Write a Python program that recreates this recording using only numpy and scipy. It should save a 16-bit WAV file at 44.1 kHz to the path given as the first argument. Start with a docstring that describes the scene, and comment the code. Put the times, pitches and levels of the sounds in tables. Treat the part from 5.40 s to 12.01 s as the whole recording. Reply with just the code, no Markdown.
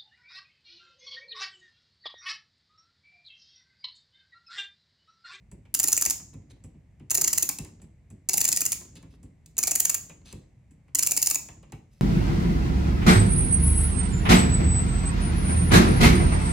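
"""Winding a plastic pendulum clock

A plastic wall clock is wound by hand, close to a phone in a small room. In each of five turns of the key
a pawl clicks over about ten ratchet teeth: bursts of tiny impacts make its slip, scrape and landing,
and fading tones make the wheel ring. Fingers knock and rub on the key, gears jostle, the frame rumbles
and the escapement ticks faintly. Filtered noise makes the room's murmur and its echoes."""
import sys
import numpy as np
from scipy import signal
from scipy.fft import rfft, irfft, next_fast_len
from scipy.io import wavfile
from scipy.ndimage import uniform_filter1d

SR = 44100
rng = np.random.default_rng(int(sys.argv[2]) if len(sys.argv) > 2 else 0)


def log_audio(samples):
    """Write samples as a 16-bit WAV file to the path given in sys.argv[1]."""
    # one column per channel
    frames = np.atleast_2d(samples).T
    # limit to full scale, then quantise
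    limited = np.clip(frames, -1, 1)
    pcm = np.round(limited * 32767).astype(np.int16)
    wavfile.write(sys.argv[1], SR, pcm)


N = 291501

# Event levels are relative: each layer adds its own trim. Colour tables give only the shape of a spectrum.
# still air of the room: pitch_hz, level_db (per Hz)
AIR_COLOUR = [(25, -16), (50, 1), (105, 0), (160, -5), (250, -16), (400, -26), (700, -30), (1400, -41),
              (2100, -32), (3200, -46), (5000, -49), (7500, -45), (10000, -54), (16000, -63)]
# beats of the escapement: start_s, click_db, thump_db
TICK_EVENTS = [(0.114, -31.5, -10), (1.238, -32.5, -12), (2.416, -33, -14.5), (2.702, -35, -10),
               (3.829, -36.5, -12), (5.309, -41.5, -18.5)]
# bright rattle of the escape wheel: pitch_hz, level_db
ESCAPE_WHEEL_COLOUR = [(3000, -24.5), (6500, -8), (7200, -2), (7750, 7.5), (8400, -5.5), (10000, -4.5),
                       (11500, -17)]
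# sharp click of a light contact: pitch_hz, level_db
CLICK_COLOUR = [(1500, -27.5), (4000, -11.5), (7500, 1.5), (10000, -5.5), (12000, -12), (15000, -17)]
# duller, hollow clack of a light contact: pitch_hz, level_db
CLACK_COLOUR = [(200, -8.5), (400, -4), (580, -0.5), (1000, 1), (1450, -8.5), (2400, -1), (4000, -17.5),
                (8000, -24)]
# boom of the frame against the wall: pitch_hz, level_db
THUMP_COLOUR = [(33, -26.5), (58, -3), (90, -2), (150, 1.5), (280, -1), (440, -14), (950, -37.5)]
# lowest swings of the frame: pitch_hz, level_db, fade_s (time to fall by 60 dB)
SWING_MODES = [(55.43, -1, 0.17), (102.4, 1.5, 0.17), (152.1, 1.5, 0.21), (201.1, -7.5, 0.11)]
# how long echoes last: pitch_hz, fade_s (a band with a value below zero is practically silent)
ECHO_FADE = [(150, -0.29), (600, 0.41), (2500, 0.28), (7000, 0.4528), (9500, 0.28), (14000, 0.25)]
# colour of the echoes: pitch_hz, level_db
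ECHO_COLOUR = [(100, 2.5), (400, 2.5), (1500, 1), (3000, 3), (7000, -4.5), (14000, -1)]
# how unlike the echoes are at the two ports: pitch_hz, side_minus_mid_db
ECHO_WIDTH = [(100, -18), (300, -8), (600, 2), (1100, 1), (1800, -3), (2800, 0), (4500, -4), (7000, -3),
              (14000, -2)]
# key and gears knocking in their play: start_s, click_db, clack_db, thump_db
KNOCK_EVENTS = [(0.251, -55.5, -32, -28), (0.661, -25.5, -16, -10), (0.797, -37, -25.5, -16.5),
                (0.938, -35, -31, -8), (1.11, -43, -54, -18.5), (1.342, -68, -43, -17.5),
                (1.597, -46.5, -33, -13), (1.699, -14.5, -33, -25.5), (2.186, -9.5, -20, -3),
                (2.247, -23.5, -24.5, -27), (3.409, -26, -24.5, -26), (3.554, -30, -52, -19.5),
                (3.627, -36, -28.5, -14), (4.06, -26, -46, -26.5), (4.168, -16.5, -30, -19),
                (4.695, -28, -19.5, -19.5), (4.926, -20.5, -24.5, -5.5), (5.48, -53.5, -35.5, -26.5),
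                (6.085, -26, -18.5, -19), (6.228, -40, -26.5, -28), (6.321, -24.5, -17, -7)]
# lasting ring of the winding arbor: pitch_hz, level_db, fade_s
ARBOR_MODES = [(6920, -6, .36), (6910, -2, 0.19), (7190, -3, 0.3), (7600, -6.5, 0.23)]
# resonances of the key under a finger: pitch_hz, level_db, fade_s
KEY_MODES = [(2630, 0.5, .08), (3930, -3, .06), (5130, -4, .035), (6400, -2, .035)]
# the hand holds the key for one turn: start_s, end_s, rumble_db
GRIP_EVENTS = [(0.317, 1.305, -53.5), (1.696, 2.46, -49), (2.903, 3.875, -49), (4.154, 4.98, -52),
               (5.53, 6.373, -51)]
# colour of the frame's rumble under the hand: pitch_hz, level_db
RUMBLE_COLOUR = [(35, -21.5), (55, -0.5), (80, -1), (103, -0.5), (130, -5.5), (155, 2), (210, -4.5),
                 (285, -5.5), (420, -19.5), (800, -35.5)]
# one small jolt of the gears: pitch_hz, level_db
JOLT_COLOUR = [(120, -6), (270, 3), (420, -2.5), (700, -11.5), (1200, -16.5), (2700, -19), (6000, -27.5),
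               (12000, -45)]
# the pawl lands behind a ratchet tooth: land_s, level_db
TOOTH_EVENTS = [(.3476, 7), (.3985, 9), (.4392, 9), (.483, 8.5), (.5289, 11.5), (.5756, 7), (.6212, 7.5),
                (.6602, 7), (.7066, 6.5), (1.7127, 7), (1.7508, 9), (1.7788, 3.5), (1.8158, 7),
                (1.844, 8.5), (1.8783, 8), (1.932, 6), (1.9798, 8.5), (2.0276, 7.5), (2.0941, -8),
                (2.8929, 6.5), (2.9385, 7.5), (2.9785, 8.5), (3.0127, 8.5), (3.0509, 9), (3.0873, 8),
                (3.1268, 8.5), (3.1719, 6), (3.2154, 5.5), (3.2614, 6.5), (3.3271, 2), (4.1873, 7),
                (4.2349, 6.5), (4.2763, 5.5), (4.3144, 6), (4.3564, 8.5), (4.402, 10.5), (4.4529, 9),
                (4.4975, 8), (4.5468, 3), (5.5522, 8), (5.5911, 8.5), (5.6315, 7.5), (5.6706, 8),
                (5.7175, 8), (5.7739, 8), (5.8266, 9.5), (5.8701, 9), (5.9096, 6), (5.955, 5)]
# crack of the pawl: pitch_hz, level_db
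PAWL_COLOUR = [(200, -31), (1500, -20.5), (3600, -18.5), (4600, -7.5), (6000, -0.5), (6900, 6.5),
               (7400, 5.5), (8000, -3.5), (10300, -0.5), (12600, -6.5), (13800, -0.5), (15500, -4.5),
               (16500, -19)]
# damped resonances of the ratchet wheel: pitch_hz, level_db, fade_s
WHEEL_MODES = [(286, -4, 0.064), (375, -7, 0.12), (778, -8, 0.032), (875, -7.5, 0.021), (1218, -16, 0.031),
               (1888, -3.5, 0.023), (2400, 1.5, 0.01), (2710, 4.5, .01)]
# fingers sliding on the key: start_s, end_s, level_db, pitch_hz (centre)
RUB_EVENTS = [(1.097, 1.125, -60, 4500), (3.554, 3.584, -51.5, 4620), (3.694, 3.77, -71, 5100),
              (4.842, 4.941, -55.5, 4430), (6.499, 6.62, -73, 5750)]
# phase by which the left port leads: pitch_hz, phase_radians
PORT_LEAD = [(4600, 0), (5400, -1.1), (8000, -1.3), (16000, -1.6)]

HIT = 8192  # samples in one short impact sound
AGE = np.arange(HIT) / SR  # seconds since its start
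AIR_DB = -56
# a loose part shifts in its bearing about this often
RATTLE_S = 0.003
# the arm keeps moving, so the pattern of echoes is renewed this often
ECHO_RENEW_S = 0.2
# the grip tightens, eases as the turn runs out, and is released
GRIP_ATTACK_S, GRIP_EASE_DB_PER_S, GRIP_RELEASE_S = 0.056, 10.5, 0.1
# small random knocks of the gears while the key is held; energy relative to the frame rumble
PLAY_PER_S, PLAY_DB, PLAY_SCATTER_DB = 22, 20, 4.5
# the wheel runs off centre, so the fall from slip to landing lengthens and shortens once a revolution
WHEEL_TEETH, LONGEST_FALL_TOOTH = 21, 4.5
FALL_S, FALL_SWING_S = 0.0059, 0.0035
# the more of the spring's energy goes into the landing, the less is heard in the slip
USUAL_LANDING_DB, SLIP_DB, SLIP_TRADE, SLIP_MAX_DB = 6, 2, 0.3, 4.5
# treble of the crack, its scatter from tooth to tooth, and the extra treble in the snap of the slip
BRIGHT_DB, BRIGHT_SCATTER_DB, SLIP_BRIGHT_DB = -0.2, 2, 1.5
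# every landing shakes the wheel about equally
WHEEL_DB, HOLLOW_DB = -13.5, -18
TOP_HZ = 15900


def amp(db):
    """Turn decibels into gain."""
    return 10 ** (np.asarray(db) / 20)


def unit(x):
    """Scale a sound to an energy of one."""
    return x / np.sqrt(np.sum(x ** 2) + 1e-18)


def along(points, hz):
    """Read a table of (Hz, value) points on a log-frequency axis."""
    f, value = np.transpose(points)
    return np.interp(np.log(np.maximum(hz, 1)), np.log(f), value)


def colour(x, points):
    """Filter to a (Hz, dB) shape that falls away above its last point, without sounding ahead of time."""
    size = 2 * next_fast_len(len(x))
    hz = np.fft.rfftfreq(size, 1 / SR)
    db = along(points, hz) - 15 * np.log2(np.maximum(hz / points[-1][0], 1))
    # folding the cepstrum forward in time gives the filter its minimum phase
    cepstrum = irfft(np.log(amp(db)))
    cepstrum[1:size // 2] *= 2
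    cepstrum[size // 2 + 1:] = 0
    response = np.exp(rfft(cepstrum))
    return irfft(rfft(x, size) * response)[:len(x)]


def fade(t, t60):
    """Die away by 60 dB in t60 seconds."""
    return np.exp(-np.log(1000) * t / np.maximum(t60, 1e-4))


def add(track, s, sound):
    """Mix a sound into a track at s seconds."""
    i = max(int(s * SR), 0)
    track[i:i + len(sound)] += sound[:max(N - i, 0)]


def chatter(rise_s, t60, grain_db):
    """A contact of ridged plastic: a quickly fading swarm of tiny impacts of uneven size."""
    push, size = rng.standard_normal((2, HIT))
    rise = 1 - np.exp(-(AGE / rise_s) ** 2)
    return unit(push * amp(grain_db * size) * fade(AGE, t60) * rise)


def ring(modes, scatter_db, detune, rattle=0):
    """Fading tones struck at a slightly different spot each time; a loose part's rattle blurs their pitch."""
    t = np.arange(int(SR * max(t60 for _, _, t60 in modes)) + 64) / SR
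    chance = rng.standard_normal((len(modes), 3))
    wobble = rng.standard_normal((len(modes), 256))
    out = 0
    for (hz, db, t60), (louder, sharper, sign), w in zip(modes, chance, wobble):
        shake = rattle * np.interp(t, np.arange(len(w)) * RATTLE_S, w)
        pitch = hz * (1 + detune * sharper + shake)
        tone = unit(np.sin(2 * np.pi * np.cumsum(pitch) / SR) * fade(t, t60))
        out = out + amp(db + scatter_db * louder) * np.sign(sign) * tone
    return unit(out)


def air():
    """Steady low murmur of the room with a thin hiss, from coloured noise; returns mid and side."""
    mid, side = (colour(noise, AIR_COLOUR) for noise in rng.standard_normal((2, N)))
    side = colour(side, [(60, -24.5), (250, -8.5), (600, -4.5), (16000, -5)])
    return amp(AIR_DB) * np.array([mid, side]) / mid.std()


def knock(click_db, clack_db, thump_db):
    """A light contact: a sharp click, a hollow clack, and the frame swinging against the wall with a boom."""
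    click = unit(colour(chatter(rise_s=0.0005, t60=0.017, grain_db=1.5), CLICK_COLOUR))
    clack = unit(colour(chatter(rise_s=0.0026, t60=0.088, grain_db=2.5), CLACK_COLOUR))
    boom = unit(colour(chatter(rise_s=0.008, t60=0.24, grain_db=1), THUMP_COLOUR))
    swing = np.pad(ring(SWING_MODES, scatter_db=2, detune=0.034), (0, HIT))[:HIT]
    swing = unit(swing * (1 - np.exp(-(AGE / 0.015) ** 2)))
    contact = amp(click_db) * click + amp(clack_db - 3.5) * clack
    return contact + amp(thump_db - 5) * boom + amp(thump_db - 4) * swing


def escapement():
    """The anchor stops the escape wheel, which rattles briefly on its arbor."""
    out = np.zeros(N)
    for s, click_db, thump_db in TICK_EVENTS:
        add(out, s, knock(click_db - 5.5, click_db, thump_db))
        rattle = colour(chatter(rise_s=0.0005, t60=0.11, grain_db=2), ESCAPE_WHEEL_COLOUR)
        add(out, s, amp(click_db + 2.5) * unit(rattle))
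    return out


def room(x, wet_db, build_s):
    """Echoes build into a diffuse tail, each band dying at its own pace; returns mid and side."""
    t = np.arange(3 * HIT) / SR
    hz = np.fft.rfftfreq(len(t), 1 / SR)
    # overlapping bands, one around each frequency in the fade table
    bands = np.array([along([(f, f == centre) for f, _ in ECHO_FADE], hz) for centre, _ in ECHO_FADE])
    bands = bands * amp(along(ECHO_COLOUR, hz))
    build = 1 - np.exp(-(t / build_s) ** 2)
    decays = np.array([fade(t, t60) for _, t60 in ECHO_FADE]) * build
    hop = int(ECHO_RENEW_S * SR)
    out = np.zeros((2, N))
    # overlapping pieces of sound each get a fresh pattern of echoes
    for i in range(0, N, hop):
        piece = x[i:i + 2 * hop] * signal.windows.cosine(2 * hop)[:N - i]
        for channel in out:
            noise = rfft(rng.standard_normal(len(t)))
            tail = np.sum(irfft(noise * bands) * decays, axis=0)
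            add(channel, i / SR, amp(wet_db) * signal.fftconvolve(piece, unit(tail)))
    return out[0], colour(out[1], ECHO_WIDTH)


def key_knocks():
    """The key and gears knock in their play, which sets the arbor and key ringing."""
    out = np.zeros(N)
    for s, click_db, clack_db, thump_db in KNOCK_EVENTS:
        add(out, s, knock(click_db, clack_db, thump_db))
        add(out, s, amp(click_db - 14.5) * ring(ARBOR_MODES, scatter_db=2, detune=0.014, rattle=0.014))
        add(out, s, amp(click_db - 12) * ring(KEY_MODES, scatter_db=5.5, detune=0.01, rattle=0.017))
    return out


def grip():
    """How hard the hand shakes the frame: a quick rise with each turn, a slow easing, then release."""
    t = np.arange(N) / SR
    force = np.zeros(N)
    for start, end, db in GRIP_EVENTS:
        tighten = np.clip((t - start) / GRIP_ATTACK_S, 0, 1)
        release = np.clip(1 - (t - end) / GRIP_RELEASE_S, 0, 1)
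        force += tighten * release * amp(db - GRIP_EASE_DB_PER_S * (t - start))
    return force


def frame_rumble():
    """The holding hand makes the frame rumble: low noise that follows the grip."""
    rumble = colour(rng.standard_normal(N), RUMBLE_COLOUR)
    return grip() * rumble / rumble.std()


def gear_play():
    """The gears jostle at random under the hand, harder the tighter it grips."""
    out, force = np.zeros(N), grip()
    times = np.cumsum(rng.exponential(1, 256)) / PLAY_PER_S
    sizes = rng.standard_normal(256)
    for s, size in zip(times, sizes):
        if s * SR < N and force[int(s * SR)] > 0:
            jolt = unit(colour(chatter(rise_s=0.001, t60=0.04, grain_db=2), JOLT_COLOUR))
            add(out, s, force[int(s * SR)] * amp(PLAY_DB + PLAY_SCATTER_DB * size) * jolt)
    return out


def crack_colour(tooth_db, treble_db):
    """The pawl's crack shaped by one tooth, with treble raised or lowered from 6.5 to 13 kHz and above."""
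    return [(hz, db + own + treble_db * np.clip(np.log2(hz / 6500), 0, 1))
            for (hz, db), own in zip(PAWL_COLOUR, tooth_db)]


def ratchet():
    """The pawl snaps off a tooth tip, scrapes down its flank, then lands and shakes the wheel and its arbor."""
    out = np.zeros(N)
    for tooth, (land_s, land_db) in enumerate(TOOTH_EVENTS):
        turn = 2 * np.pi * (tooth - LONGEST_FALL_TOOTH) / WHEEL_TEETH
        fall_s = FALL_S + FALL_SWING_S * np.cos(turn)
        hard_db = land_db - USUAL_LANDING_DB
        slip_db = min(SLIP_DB - SLIP_TRADE * hard_db, SLIP_MAX_DB)
        # no two teeth are shaped quite alike, so each colours the crack its own way
        bright_db = BRIGHT_DB + BRIGHT_SCATTER_DB * rng.standard_normal()
        tooth_db = 1.5 * rng.standard_normal(len(PAWL_COLOUR))
        shape = crack_colour(tooth_db, bright_db)
        slip_shape = crack_colour(tooth_db, bright_db + SLIP_BRIGHT_DB)

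        # a dry snap as the tip lets go, and the pawl's short flutter after it
        snap = chatter(rise_s=0.00031, t60=0.005, grain_db=-1)
        flutter = chatter(rise_s=0.0014, t60=0.022, grain_db=0)
        slip = unit(colour(snap + amp(-2.5) * flutter, slip_shape))
        add(out, land_s - fall_s, amp(slip_db) * slip)
        scrape = unit(colour(chatter(rise_s=0.003, t60=0.015, grain_db=4.5), shape))
        add(out, land_s - 0.004, amp(land_db - 9.5) * scrape)

        # bounces go on for a few milliseconds; a hard, square landing settles sooner
        settle = amp(-0.9 * hard_db)
        bounces = chatter(rise_s=0.0011, t60=0.047 * settle, grain_db=-0.5)
        bounces = unit(bounces * np.exp(-(AGE / 0.008) ** 4))
        add(out, land_s - 0.0003, amp(land_db - 1.94) * unit(colour(bounces, shape)))
        wheel = signal.fftconvolve(bounces, ring(WHEEL_MODES, scatter_db=2.5, detune=0.028, rattle=0.022))
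        add(out, land_s, amp(WHEEL_DB) * unit(wheel))
        add(out, land_s, amp(HOLLOW_DB) * unit(colour(bounces, CLACK_COLOUR)))
        arbor = ring(ARBOR_MODES, scatter_db=3.5, detune=0.009, rattle=0.0072)
        add(out, land_s, amp(land_db - 13.5) * arbor)
    return out


def key_rubs():
    """Fingers slide over the key: grainy noise as the skin catches and lets go, with some ring of the key."""
    out = np.zeros(N)
    for start, end, db, hz in RUB_EVENTS:
        count = max(int((end - start) * SR), 64)
        push, size = rng.standard_normal((2, HIT))
        catch_db = 32 * uniform_filter1d(size, size=100)  # changes every few milliseconds
        shape = [(hz / 10, -7), (hz / 3, -9), (hz, 0), (hz * 1.24, -7), (hz * 2.13, -8), (hz * 3, -24)]
        grains = colour(push * amp(catch_db), shape)[:count]
        key = ring(KEY_MODES, scatter_db=-6, detune=0.018, rattle=0.014)
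        grains = grains + amp(-10) * signal.fftconvolve(grains, key)[:len(grains)]
        taper = signal.windows.tukey(len(grains), 0.5)
        add(out, start, amp(db) * grains / grains.std() * taper)
    return out


def scene():
    """Clock, room and air reach two closely spaced microphone ports, with a small phase lead between them."""
    air_mid, air_side = air()
    clock = escapement() + key_knocks() + frame_rumble() + gear_play() + ratchet() + key_rubs()
    echo, width = room(clock, wet_db=-9.5, build_s=0.0078)
    # reflections off the hand and the wall come in at a slant and differ between the ports
    reflections = chatter(rise_s=0.0005, t60=0.007, grain_db=0)
    slant = colour(signal.fftconvolve(clock, reflections)[:N], ECHO_WIDTH)
    mid = clock + echo + air_mid
    side = width + amp(-7.5) * slant + air_side
    size = next_fast_len(N + HIT, True)
    # half of the phase goes to each port, in opposite directions
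    lead = np.exp(0.5j * along(PORT_LEAD, np.fft.rfftfreq(size, 1 / SR)))
    ports = rfft([mid + side, mid - side], size) * np.array([lead, lead.conj()])
    return irfft(ports, size)[:, :N]


def record(dry):
    """The phone drops the deepest bass and cuts the top."""
    thin = signal.sosfilt(signal.butter(4, 36, "high", fs=SR, output="sos"), dry)
    return signal.sosfilt(signal.ellip(8, 0.2, 70, TOP_HZ, fs=SR, output="sos"), thin)


dry = scene()
out = record(dry)
log_audio(out)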